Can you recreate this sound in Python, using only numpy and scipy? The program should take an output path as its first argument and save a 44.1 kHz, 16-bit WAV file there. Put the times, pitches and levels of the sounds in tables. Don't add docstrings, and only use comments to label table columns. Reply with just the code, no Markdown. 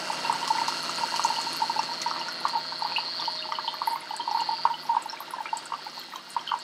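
import sys
import numpy as np
from scipy import signal
from scipy.fft import rfft, irfft, next_fast_len
from scipy.io import wavfile

SR = 44100
rng = np.random.default_rng(int(sys.argv[2]) if len(sys.argv) > 2 else 0)


def put_to_file(sound):
    columns = np.atleast_2d(sound).T
    safe = np.clip(columns, -1, 1)
    whole_steps = np.round(safe * 32767)
    wavfile.write(sys.argv[1], SR, whole_steps.astype(np.int16))


N = 292368
TIME = np.arange(N) / SR
MUG_HZ, MUG_WIDTH_HZ = 907.4, 58

# time in seconds, relative level in dB.
HISS_FADE = [(0, -47), (1.4, -45.5), (2.15, -56), (3.5, -61), (6.63, -60.5)]


def amp(db):
    return 10 ** (np.asarray(db) / 20)


def unit(x):
    return x / np.sqrt(np.mean(x ** 2) + 1e-20)


def crest(x):
    return x / (abs(x).max() + 1e-20)


def curve(rows):
    return np.interp(TIME, *np.transpose(rows))


def read(points, hz):
    f, value = np.transpose(points)
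    return np.interp(np.log(hz + 1), np.log(f + 1), value)


def colour(x, spectrum):
    gain = amp(read(spectrum, np.fft.rfftfreq(N, 1 / SR)))
    return unit(irfft(rfft(x) * gain, N))


def drift(per_s):
    size = next_fast_len(N)
    f = np.fft.rfftfreq(size, 1 / SR)
    smooth = rfft(rng.standard_normal(size)) * np.exp(-(f / per_s) ** 2)
    return unit(irfft(smooth, size)[:N])


def add(mix, s, sound):
    part = mix[max(round(s * SR), 0):][:len(sound)]
    part += sound[:len(part)]


def resonate(x, hz, width_hz):
    r = np.exp(-np.pi * width_hz / SR)
    poles = [1, -2 * r * np.cos(2 * np.pi * hz / SR), r * r]
    return signal.lfilter([1, 0, -1], poles, x) * (1 - r * r) / 2


def pump_motion(weak_sputter=0.088, sputter_db=1.13, sputter_per_s=25, speed_wander=.004, wander_per_s=12):
    # time in seconds, strokes per second.
    stroke_rate = [(0, 174.5), (.55, 177), (.9, 169.3), (2.1, 170), (3.45, 173), (3.7, 181), (3.98, 185),
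                   (4.25, 179), (4.58, 175), (4.93, 185), (5.04, 183), (5.3, 188.5), (5.53, 189),
                   (5.63, 194.5), (5.78, 194), (5.97, 179), (6.1, 182), (6.17, 190), (6.63, 189.5)]
    # time in seconds, relative level in dB.
    whine_strength = [(0, -41.5), (.35, -41), (.55, -37.5), (1.25, -34), (2.2, -36.5), (2.8, -35.5),
                      (3.02, -32.5), (3.36, -33), (3.5, -41), (3.63, -37), (3.9, -40.5), (4.02, -50.5),
                      (4.12, -41), (4.2, -44), (4.4, -35), (4.635, -36), (4.67, -48), (4.77, -45),
                      (4.8, -39), (4.83, -44.5), (4.95, -52.5), (5.5, -53.5), (5.59, -43), (5.72, -56),
                      (5.87, -42.5), (5.91, -46), (5.98, -39.5), (6.08, -49), (6.29, -54.5), (6.36, -47),
                      (6.42, -56), (6.48, -42), (6.56, -53.5), (6.63, -39.5)]
    rate = curve(stroke_rate) * (1 + speed_wander * drift(wander_per_s))
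    effort_db = curve(whine_strength)
    depth_db = sputter_db * (.5 + weak_sputter * (effort_db.max() - effort_db))
    return rate, effort_db + depth_db * drift(sputter_per_s)


def whine(rate, effort_db, whine_db=-2.5, swell_s=0.00036, scatter=0.021, uneven_db=2.0,
          slip_s=0.00006, size=400):
    # time in seconds, pitch in Hz.
    stroke_pitch = [(0, 4346), (3.36, 4413), (3.5, 4460), (3.66, 4300), (3.9, 4450), (4.45, 4430),
                    (4.6, 4600), (4.75, 4460), (4.88, 4540), (5.25, 4040), (5.6, 4630), (5.85, 4470),
                    (5.98, 4440), (6.14, 3960), (6.25, 4330), (6.63, 4470)]
    turns = np.cumsum(rate) / SR
    strokes = np.interp(np.arange(1, int(turns[-1])), turns, TIME)
    pitches = np.interp(strokes, *np.transpose(stroke_pitch))
    variations = rng.standard_normal((len(strokes), 3))
    out = np.zeros(N)
    for s, hz, (detune, force, slip) in zip(strokes, pitches, variations):
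        t = np.maximum((round(s * SR) + np.arange(size)) / SR - s - slip_s * slip, 0)
        swell = (t / swell_s) ** 4 * np.exp(-t / swell_s)
        pulse = swell * np.sin(2 * np.pi * hz * (1 + scatter * detune) * t)
        add(out, s, amp(uneven_db * force) * pulse)
    return unit(out) * amp(effort_db + whine_db)


def buzz(rate, effort_db, buzz_db=-48.0, puff_turns=0.14, roughness=.35, buzz_follow=0.46,
         pipe_db=-4, pipe_hz=2750, pipe_width_hz=110):
    # frequency in Hz, relative level in dB per Hz.
    housing = [(60, -33), (170, -55), (350, 8), (520, 4), (900, -19), (1600, 4.5), (2080, 14.5), (2400, -2),
               (3150, 14), (3500, 11), (3900, 13.5), (5300, 9.5), (6100, -10.5), (15000, -27)]
    turns = np.cumsum(rate) / SR
    offset = ((turns + .5) % 1 - .5) * SR / rate
    clicks = unit(np.sinc(offset) * np.exp(-(offset / 8) ** 2))
    puffs = unit(rng.standard_normal(N) * np.exp(-(turns % 1) / puff_turns))
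    pipe = unit(resonate(resonate(puffs, pipe_hz, pipe_width_hz), pipe_hz, 730))
    shake = colour(clicks + roughness * puffs, housing)
    shake_db = buzz_db + buzz_follow * (effort_db - effort_db.mean())
    return shake * amp(shake_db) + pipe * amp(curve(HISS_FADE) + pipe_db)


def reflect(x):
    # delay in seconds, level in dB against the direct sound.
    near_echoes = [(.00077, -29), (.002115, -10)]
    f = np.fft.rfftfreq(N, 1 / SR)
    echoes = sum(amp(db) * np.exp(-2j * np.pi * f * s) for s, db in near_echoes)
    return irfft(rfft(x) * (1 + echoes), N)


def tone(hz, db, waver_db=2.5, waver_turns=0.048):
    level = np.sqrt(2) * amp(db + waver_db * drift(1.86))
    return level * np.sin(2 * np.pi * (hz * TIME + waver_turns * drift(1.3) + rng.random()))


def motor(hum_db=-0.5, drone_db=3.0, shadow_hz=4000, swell_db=2.0, held_tone_hz=626.2):
    # time in seconds, relative level in dB.
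    distance_fade = [(0, -42), (1.2, -43), (1.7, -45), (2.2, -45), (3.5, -51), (4.3, -50), (6.63, -53)]
    # frequency in Hz, relative level in dB.
    hum_tones = [(156.7, -55.5), (192.6, -60.5), (246, -56.5), (261.5, -56), (522.3, -58.5), (574.8, -58),
                 (679, -53.5), (731, -60), (940.3, -51), (1045, -67), (1254, -69), (1306.4, -53),
                 (1358.4, -50), (1410.8, -50), (1463, -58), (1587.8, -53.5), (1933.3, -53), (1985.5, -54.5)]
    # frequency in Hz, relative level in dB per Hz.
    rush_colour = [(20, -53), (70, -96), (108, -13), (130, -8.5), (215, -5), (250, -7.5), (330, 2.5),
                   (430, -5.5), (700, -2), (1150, 0.5), (1700, -3), (2300, -7), (4000, -7), (16000, -140)]
    # time in seconds, relative level in dB.
    held_tone_fade = [(0, -53.5), (2, -53.5), (3.8, -54), (4.7, -61.5), (6.63, -66.5)]
    near_db = curve(distance_fade)
    fade_db = near_db - near_db[:SR].mean()
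    hum = sum(tone(hz, db + hum_db + fade_db * (1 + hz / shadow_hz)) for hz, db in hum_tones)
    rush_db = near_db + drone_db + swell_db * drift(21)
    rush = colour(rng.standard_normal(N), rush_colour) * amp(rush_db)
    return hum + tone(held_tone_hz, curve(held_tone_fade)) + rush


def hiss(rate, hiss_db=7, flutter_db=1, throb=.6, throb_lag_turns=0.31):
    # centre in Hz, width in Hz, gain of the added ring in dB.
    cavities = [(2787, 80, 11), (3090, 80, 15.5), (4480, 165, 9), (5150, 66, 3.5), (6580, 59, 1),
                (7860, 150, 8.5), (8970, 340, 7), (12300, 200, -14)]
    # frequency in Hz, relative level in dB per Hz.
    air_colour = [(600, -17), (2200, -8), (2900, -3.5), (3450, -16.5), (4500, 2.5), (5800, 1.5),
                  (9000, -13), (11800, -15), (13500, -23.5), (16000, -27)]
    turns = np.cumsum(rate) / SR
    pulse = np.exp(throb * np.cos(2 * np.pi * (turns - throb_lag_turns)))
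    air = rng.standard_normal(N) * pulse
    ringing = air + sum(amp(db) * resonate(air, hz, width) for hz, width, db in cavities)
    return colour(ringing, air_colour) * amp(curve(HISS_FADE) + hiss_db + flutter_db * drift(55))


def bubble(hz, t60, rise, attack_s, size=4000):
    t = np.arange(size) / SR
    age = np.minimum(t / t60, 2)
    sine = np.sin(2 * np.pi * np.cumsum(hz * (1 + rise * age)) / SR)
    return sine * np.exp(-np.log(1000) * t / t60) * (1 - np.exp(-t / attack_s))


def plop(hz, t60, rise, direct=0.023):
    mug_hz = MUG_HZ * (1 + rng.uniform(-.022, .014))
    ring = bubble(hz, t60, rise, attack_s=0.00068)
    return crest(resonate(ring, mug_hz, MUG_WIDTH_HZ) + direct * ring)


def tick(hz, t60=0.0088, width_hz=800, skirt_hz=4500, attack_s=0.000044, size=4000):
    t = np.arange(size) / SR
    hz = min(hz, SR / 2.2)
    envelope = np.exp(-np.log(1000) * t / t60) * (1 - np.exp(-t / attack_s))
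    burst = rng.standard_normal(size) * envelope
    return crest(resonate(resonate(burst, hz, width_hz), hz, skirt_hz))


def pour(plop_db=0, pip_db=1, tick_db=0, tink_db=4.0, pip_rise=0.043, wet_db=-12, slosh_db=-21,
         snap_db=-25, smack_db=-6, mist_db=-9, wall_hz=5470, wall_t60_s=0.05):
    # start in seconds, relative level in dB,
    # starting pitch in Hz, bubble's 60 dB decay in seconds.
    large_bubbles = [(0.1003, -18.5, 830, 0.011), (0.1312, -22, 1270, 0.013), (0.2476, -22, 970, 0.013),
                     (0.2956, -13, 964, 0.023), (0.3254, -15.5, 1160, 0.014), (0.352, -24, 884, 0.025),
                     (0.4267, -22, 970, 0.036), (0.477, -20, 1110, 0.042), (0.5026, -14, 870, 0.05),
                     (0.5169, -34, 820, 0.03), (0.5494, -24, 888, 0.062), (0.583, -20, 954, 0.029),
                     (0.6151, -18, 940, 0.0098), (0.6815, -17, 1050, 0.0081), (0.7233, -21.5, 1290, 0.016),
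                     (0.768, -30.5, 930, 0.02), (0.8941, -21.5, 1240, 0.032), (0.9824, -26, 970, 0.035),
                     (1.006, -27, 936, 0.12), (1.034, -16, 940, 0.019), (1.1192, -26.0, 960, 0.031),
                     (1.139, -20.5, 970, 0.012), (1.1605, -27, 945, 0.014), (1.1948, -12.5, 1185, 0.014),
                     (1.2472, -12.5, 930, 0.013), (1.2829, -31, 975, 0.031), (1.3008, -17.5, 905, 0.017),
                     (1.3144, -28, 933, 0.07), (1.3849, -20.5, 900, 0.012), (1.4659, -23.5, 905, 0.025),
                     (1.6169, -15.5, 879, 0.047), (1.6341, -20, 860, 0.033), (1.6962, -17.5, 906, 0.016),
                     (1.7596, -22, 863, 0.05), (1.7916, -14, 960, 0.0092), (1.8875, -27.5, 930, 0.027),
                     (1.912, -26.5, 956, 0.054), (2.0604, -18.5, 953, 0.027), (2.074, -27.5, 940, 0.044),
                     (2.1118, -17, 1250, 0.017), (2.161, -22, 1150, 0.022), (2.1782, -27, 1030, 0.018),
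                     (2.2124, -25, 920, 0.012), (2.2833, -23, 1436, 0.042), (2.452, -10, 1150, 0.02),
                     (2.4947, -25, 1143, 0.011), (2.5301, -27.5, 945, 0.094), (2.5501, -18, 907, 0.12),
                     (2.5637, -20.5, 844, 0.029), (2.7222, -23.5, 1080, 0.0074), (2.8203, -20, 858, 0.016),
                     (2.8482, -19.5, 844, 0.0091), (2.8592, -21, 1090, 0.019), (2.9185, -25, 970, 0.0083),
                     (2.9824, -17, 985, 0.0091), (3.033, -32, 920, 0.0055), (3.1937, -29, 920, 0.02),
                     (3.2222, -23.5, 1150, 0.026), (3.2769, -20.5, 933, 0.024), (3.453, -31, 890, 0.017),
                     (3.488, -27, 870, 0.0069), (3.5211, -17, 1210, 0.028), (3.586, -17.5, 1150, 0.015),
                     (3.6776, -21.0, 910, 0.019), (3.7405, -23.0, 1180, 0.023), (3.8167, -16, 1126, 0.022),
                     (3.8728, -15.5, 885, 0.024), (3.9076, -26, 933, 0.12), (3.9303, -21.5, 927, 0.075),
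                     (3.9578, -21, 1095, 0.03), (4.1072, -22.5, 820, 0.026), (4.1358, -25, 880, 0.015),
                     (4.1951, -24.5, 944, 0.11), (4.2758, -18, 980, 0.014), (4.2894, -25, 830, 0.016),
                     (4.3114, -18.5, 822, 0.04), (4.325, -29, 1030, 0.0099), (4.3454, -16.5, 898, 0.032),
                     (4.359, -31, 1050, 0.021), (4.3714, -18, 1090, 0.0082), (4.3865, -24.5, 924, 0.16),
                     (4.4152, -18, 900, 0.0096), (4.4883, -17.5, 850, 0.015), (4.5059, -23, 915, 0.046),
                     (4.5265, -21.5, 895, 0.059), (4.6522, -7, 1055, 0.011), (4.6669, -27, 960, 0.038),
                     (4.6989, -22.5, 933, 0.11), (4.7344, -30, 861, 0.084), (4.8918, -16.5, 934, 0.089),
                     (4.9155, -21, 931, 0.11), (4.9328, -25, 855, 0.087), (4.9482, -19.5, 1080, 0.03),
                     (4.9659, -12, 940, 0.011), (5.057, -25, 870, 0.014), (5.128, -30, 915, 0.048),
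                     (5.2039, -26.5, 1120, 0.043), (5.3355, -22.5, 1027, 0.046), (5.307, -30, 1390, 0.025),
                     (5.3818, -28, 974, 0.1), (5.4035, -23, 860, 0.022), (5.4565, -22.5, 1330, 0.018),
                     (5.5288, -17.5, 866, 0.022), (5.5574, -28.5, 915, 0.043), (5.7203, -18, 1110, 0.021),
                     (5.7376, -20.5, 1160, 0.04), (5.8649, -27.5, 820, 0.033), (5.976, -31, 885, 0.016),
                     (6.136, -27, 1230, 0.031), (6.1571, -28, 1050, 0.05), (6.3642, -14.5, 1035, 0.015),
                     (6.5173, -14, 1170, 0.018), (6.5377, -14.5, 1027, 0.022), (6.5513, -31, 958, 0.13)]
    # time in seconds, relative level in dB, starting pitch in Hz,
    # bubble's 60 dB decay in seconds.
    small_bubbles = [(0.25, -30.5, 2730, 0.077), (.429, -31, 3000, 0.014), (.584, -27.5, 2000, 0.018),
                     (1.162, -28.5, 2930, 0.02), (1.362, -26, 2940, 0.02), (1.367, -34, 3300, .02),
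                     (1.791, -33, 2670, 0.043), (2.032, -31.5, 2030, 0.015), (2.214, -28.5, 2860, 0.02),
                     (2.921, -33, 2520, 0.016), (2.9621, -18.5, 2650, 0.026), (2.968, -17, 2840, 0.018),
                     (3.199, -25.5, 3520, 0.01), (3.254, -29, 3040, 0.011), (3.392, -26.5, 3700, 0.013),
                     (3.425, -27, 2800, 0.019), (3.5213, -29, 2000, 0.019), (3.523, -32, 3100, 0.013),
                     (3.553, -28.5, 3000, 0.015), (3.679, -21, 3100, 0.0084), (3.685, -26.5, 3570, 0.012),
                     (3.873, -30.5, 1970, 0.015), (3.958, -35.5, 2100, 0.019), (4.016, -38, 2100, 0.021),
                     (4.108, -35.5, 2990, .015), (4.2066, -28.5, 3130, 0.016), (4.4023, -30, 2860, 0.03),
                     (4.742, -28, 2980, 0.016), (5.091, -31, 4130, 0.021), (5.098, -28.5, 5360, 0.03),
                     (5.457, -31.5, 2170, 0.018), (5.461, -31, 2350, 0.028), (5.471, -45, 2720, 0.022),
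                     (5.491, -35, 2760, 0.025), (6.158, -36, 3130, 0.02), (6.159, -34, 3870, 0.017),
                     (6.3931, -33.5, 3160, 0.018), (6.476, -24.5, 3060, 0.013), (6.4906, -26, 3100, 0.015),
                     (6.493, -33, 1320, 0.017), (6.5, -33, 2820, 0.016), (6.5138, -33, 3080, 0.025),
                     (6.5152, -27, 1350, 0.0099)]
    # start in seconds, relative level in dB, centre in Hz.
    spray_drops = [(0.123, -30, 8600), (0.326, -25, 8000), (0.4773, -19, 4900), (0.68, -21.5, 4960),
                   (.829, -33, 10900), (0.894, -30, 6540), (.958, -28, 6960), (.984, -31, 9200),
                   (1.161, -22, 4940), (1.162, -35, 10800), (1.2404, -16.5, 6200), (1.256, -23, 7440),
                   (1.4142, -25.5, 7500), (1.53, -29.5, 9300), (1.566, -32, 12000), (1.831, -30, 6300),
                   (2.017, -18, 5650), (2.324, -40, 11600), (2.404, -37, 10300), (2.482, -27, 5100),
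                   (2.484, -38, 9800), (2.791, -39, 10700), (2.972, -40, 10600), (3.74, -39, 13300),
                   (3.872, -27, 11700), (3.958, -38, 14350), (4.0069, -36.5, 9900), (4.165, -27, 8100),
                   (4.4067, -33, 7050), (5.023, -30.5, 7940), (5.057, -39.5, 11000), (5.2035, -31, 12400),
                   (5.308, -32, 10700), (5.571, -22, 7800), (5.656, -27, 8100), (5.996, -35, 13610),
                   (6.159, -31.5, 6000), (6.3034, -30.5, 9000), (6.589, -34, 7560)]
    # start in seconds, relative level in dB.
    wall_drops = [(1.79, -33), (1.934, -35), (2.076, -37), (2.106, -37), (2.193, -35.5), (2.283, -34),
                  (3.201, -36.5), (3.254, -38), (3.354, -41), (3.521, -40), (4.3117, -33.5), (4.866, -43),
                  (5.121, -39), (5.337, -48), (5.897, -41), (6.408, -44)]
    out = np.zeros(N)
    for s, db, hz, t60 in large_bubbles:
        slosh = tick(1.17 * hz, t60=0.23, width_hz=170, skirt_hz=2470)
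        snap = tick(0.6 * hz, t60=0.13, width_hz=720, skirt_hz=2500)
        snap = snap * (hz / MUG_HZ) ** 3
        wet_plop = plop(hz, t60, rise=0.047) + amp(slosh_db) * slosh + amp(snap_db) * snap
        add(out, s, amp(db + plop_db) * wet_plop)
    for s, db, hz, t60 in small_bubbles:
        pip = crest(resonate(bubble(hz, t60, pip_rise, attack_s=0.001), hz, width_hz=1000))
        spatter = tick(hz, t60=0.18, width_hz=81, skirt_hz=2500)
        add(out, s - .001, amp(db + pip_db) * (pip + amp(wet_db) * spatter))
    for s, db, hz in spray_drops:
        smack = tick(2600, t60=0.1, width_hz=10400, skirt_hz=3000)
        smack = smack * (5400 / hz) ** 3
        mist = tick(0.993 * hz, t60=0.058, width_hz=690, skirt_hz=5000, attack_s=0.0014)
        add(out, s, amp(db + tick_db) * (tick(hz) + amp(smack_db) * smack + amp(mist_db) * mist))
    for s, db in wall_drops:
        ceramic = tick(wall_hz, t60=wall_t60_s, width_hz=150, skirt_hz=7000)
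        add(out, s, amp(db + tink_db) * ceramic)
    return out


def gurgles(gurgle_db=-31.5, spread_db=3.0, fade_db_per_s=1.26, lowest_hz=760, pitch_span=2.134,
            t60=0.033, direct=0.011, count=260):
    out = np.zeros(N)
    sizes = np.minimum(rng.standard_normal(count), 1.8)
    for k, (when, pitch) in enumerate(rng.random((count, 2))):
        s = (k + when) / count * N / SR
        db = gurgle_db - fade_db_per_s * s + spread_db * sizes[k]
        add(out, s, amp(db) * plop(lowest_hz * pitch_span ** pitch, t60, rise=0.3, direct=direct))
    return out


def droplets(db, spread_db, fade_db_per_s, low_hz, high_hz, t60, count, flurries_per_s=15):
    out = np.zeros(N)
    flurry = drift(flurries_per_s)
    for when, pitch in rng.random((count, 2)):
        s = when * N / SR
        force = min(flurry[int(when * N)] + .5 * rng.standard_normal(), 2)
        size_db = db - fade_db_per_s * s + spread_db * force
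        hz = low_hz + (high_hz - low_hz) * pitch
        add(out, s, amp(size_db) * bubble(hz, t60, rise=.02, attack_s=0.00056))
    return out


def trickle():
    drips = droplets(db=-41, spread_db=7.0, fade_db_per_s=0.0, low_hz=1200, high_hz=3390, t60=0.0156, count=140)
    spray = droplets(db=-47.5, spread_db=3.5, fade_db_per_s=0.3, low_hz=6600, high_hz=10270,
                     t60=0.0076, count=500)
    fizz = droplets(db=-54.5, spread_db=4.5, fade_db_per_s=-0.5, low_hz=10200, high_hz=15400,
                    t60=0.0076, count=800)
    return gurgles() + drips + spray + fizz


def splashes(bubbles_per_s=380, pitch_spread=0.17, spread_db=3.0, t60=.006, size=60):
    # start in seconds, length in seconds, relative level of a bubble in dB, centre pitch in Hz.
    clusters = [(3.183, .09, -50, 11600), (3.855, 0.093, -36, 9800), (4.312, 0.11, -46, 11200),
                (4.825, .05, -40, 11600), (5.017, 0.027, -38, 8550), (5.57, 0.079, -44, 7900),
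                (5.928, 0.093, -40, 6000), (6.297, .05, -36, 8000)]
    out = np.zeros(N)
    for start, length, db, hz in clusters:
        draws = zip(rng.random(size), *rng.standard_normal((2, size)))
        for k, (when, pitch, force) in enumerate(draws):
            s = (k + when) / bubbles_per_s
            if s < length:
                ring = bubble(hz * np.exp(pitch_spread * pitch), t60, rise=.03, attack_s=0.00063)
                add(out, start + s, amp(db + spread_db * force) * ring)
    return out


def kitchen(x, size=20000):
    # frequency in Hz, 60 dB decay in seconds.
    room_t60 = [(150, 0.22), (900, 0.18), (3000, 0.18), (8000, 0.046), (15000, 0.19)]
    sparse = rng.standard_normal((2, size)) * (rng.random((2, size)) < .06)
    taps = sparse * (np.arange(size) > .007 * SR)
    hz, t, z = signal.stft(taps, SR, nperseg=256)
    decay = np.exp(-np.log(1000) * t / read(room_t60, hz)[:, None])
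    tail = signal.istft(z * decay, SR, nperseg=256)[1]
    return signal.fftconvolve(x[None], tail / np.linalg.norm(tail[0]), axes=1)[:, :N]


def scene(room_db=-12, width_db=-20, echo_db=-21, echo_s=.025):
    rate, effort_db = pump_motion()
    pump = reflect(whine(rate, effort_db) + buzz(rate, effort_db))
    close = pour() + splashes() + trickle() + pump
    close = close + amp(echo_db) * np.interp(TIME - echo_s, TIME, close, left=0)
    steady = motor() + reflect(hiss(rate))
    middle = close + steady + amp(room_db) * kitchen(close)[0]
    side = amp(width_db) * kitchen(close + steady)[1]
    return np.array([middle + side, middle - side]) * amp([[-.3], [.3]])


def record(dry, low_cut_hz=60, edge_hz=15850):
    thin = signal.lfilter(*signal.butter(1, low_cut_hz, "high", fs=SR), dry)
    band_limit = signal.firwin(511, edge_hz, window=("kaiser", 9), fs=SR)
    return signal.oaconvolve(thin, band_limit[None], "same")


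dry = scene()
out = record(dry)
put_to_file(out)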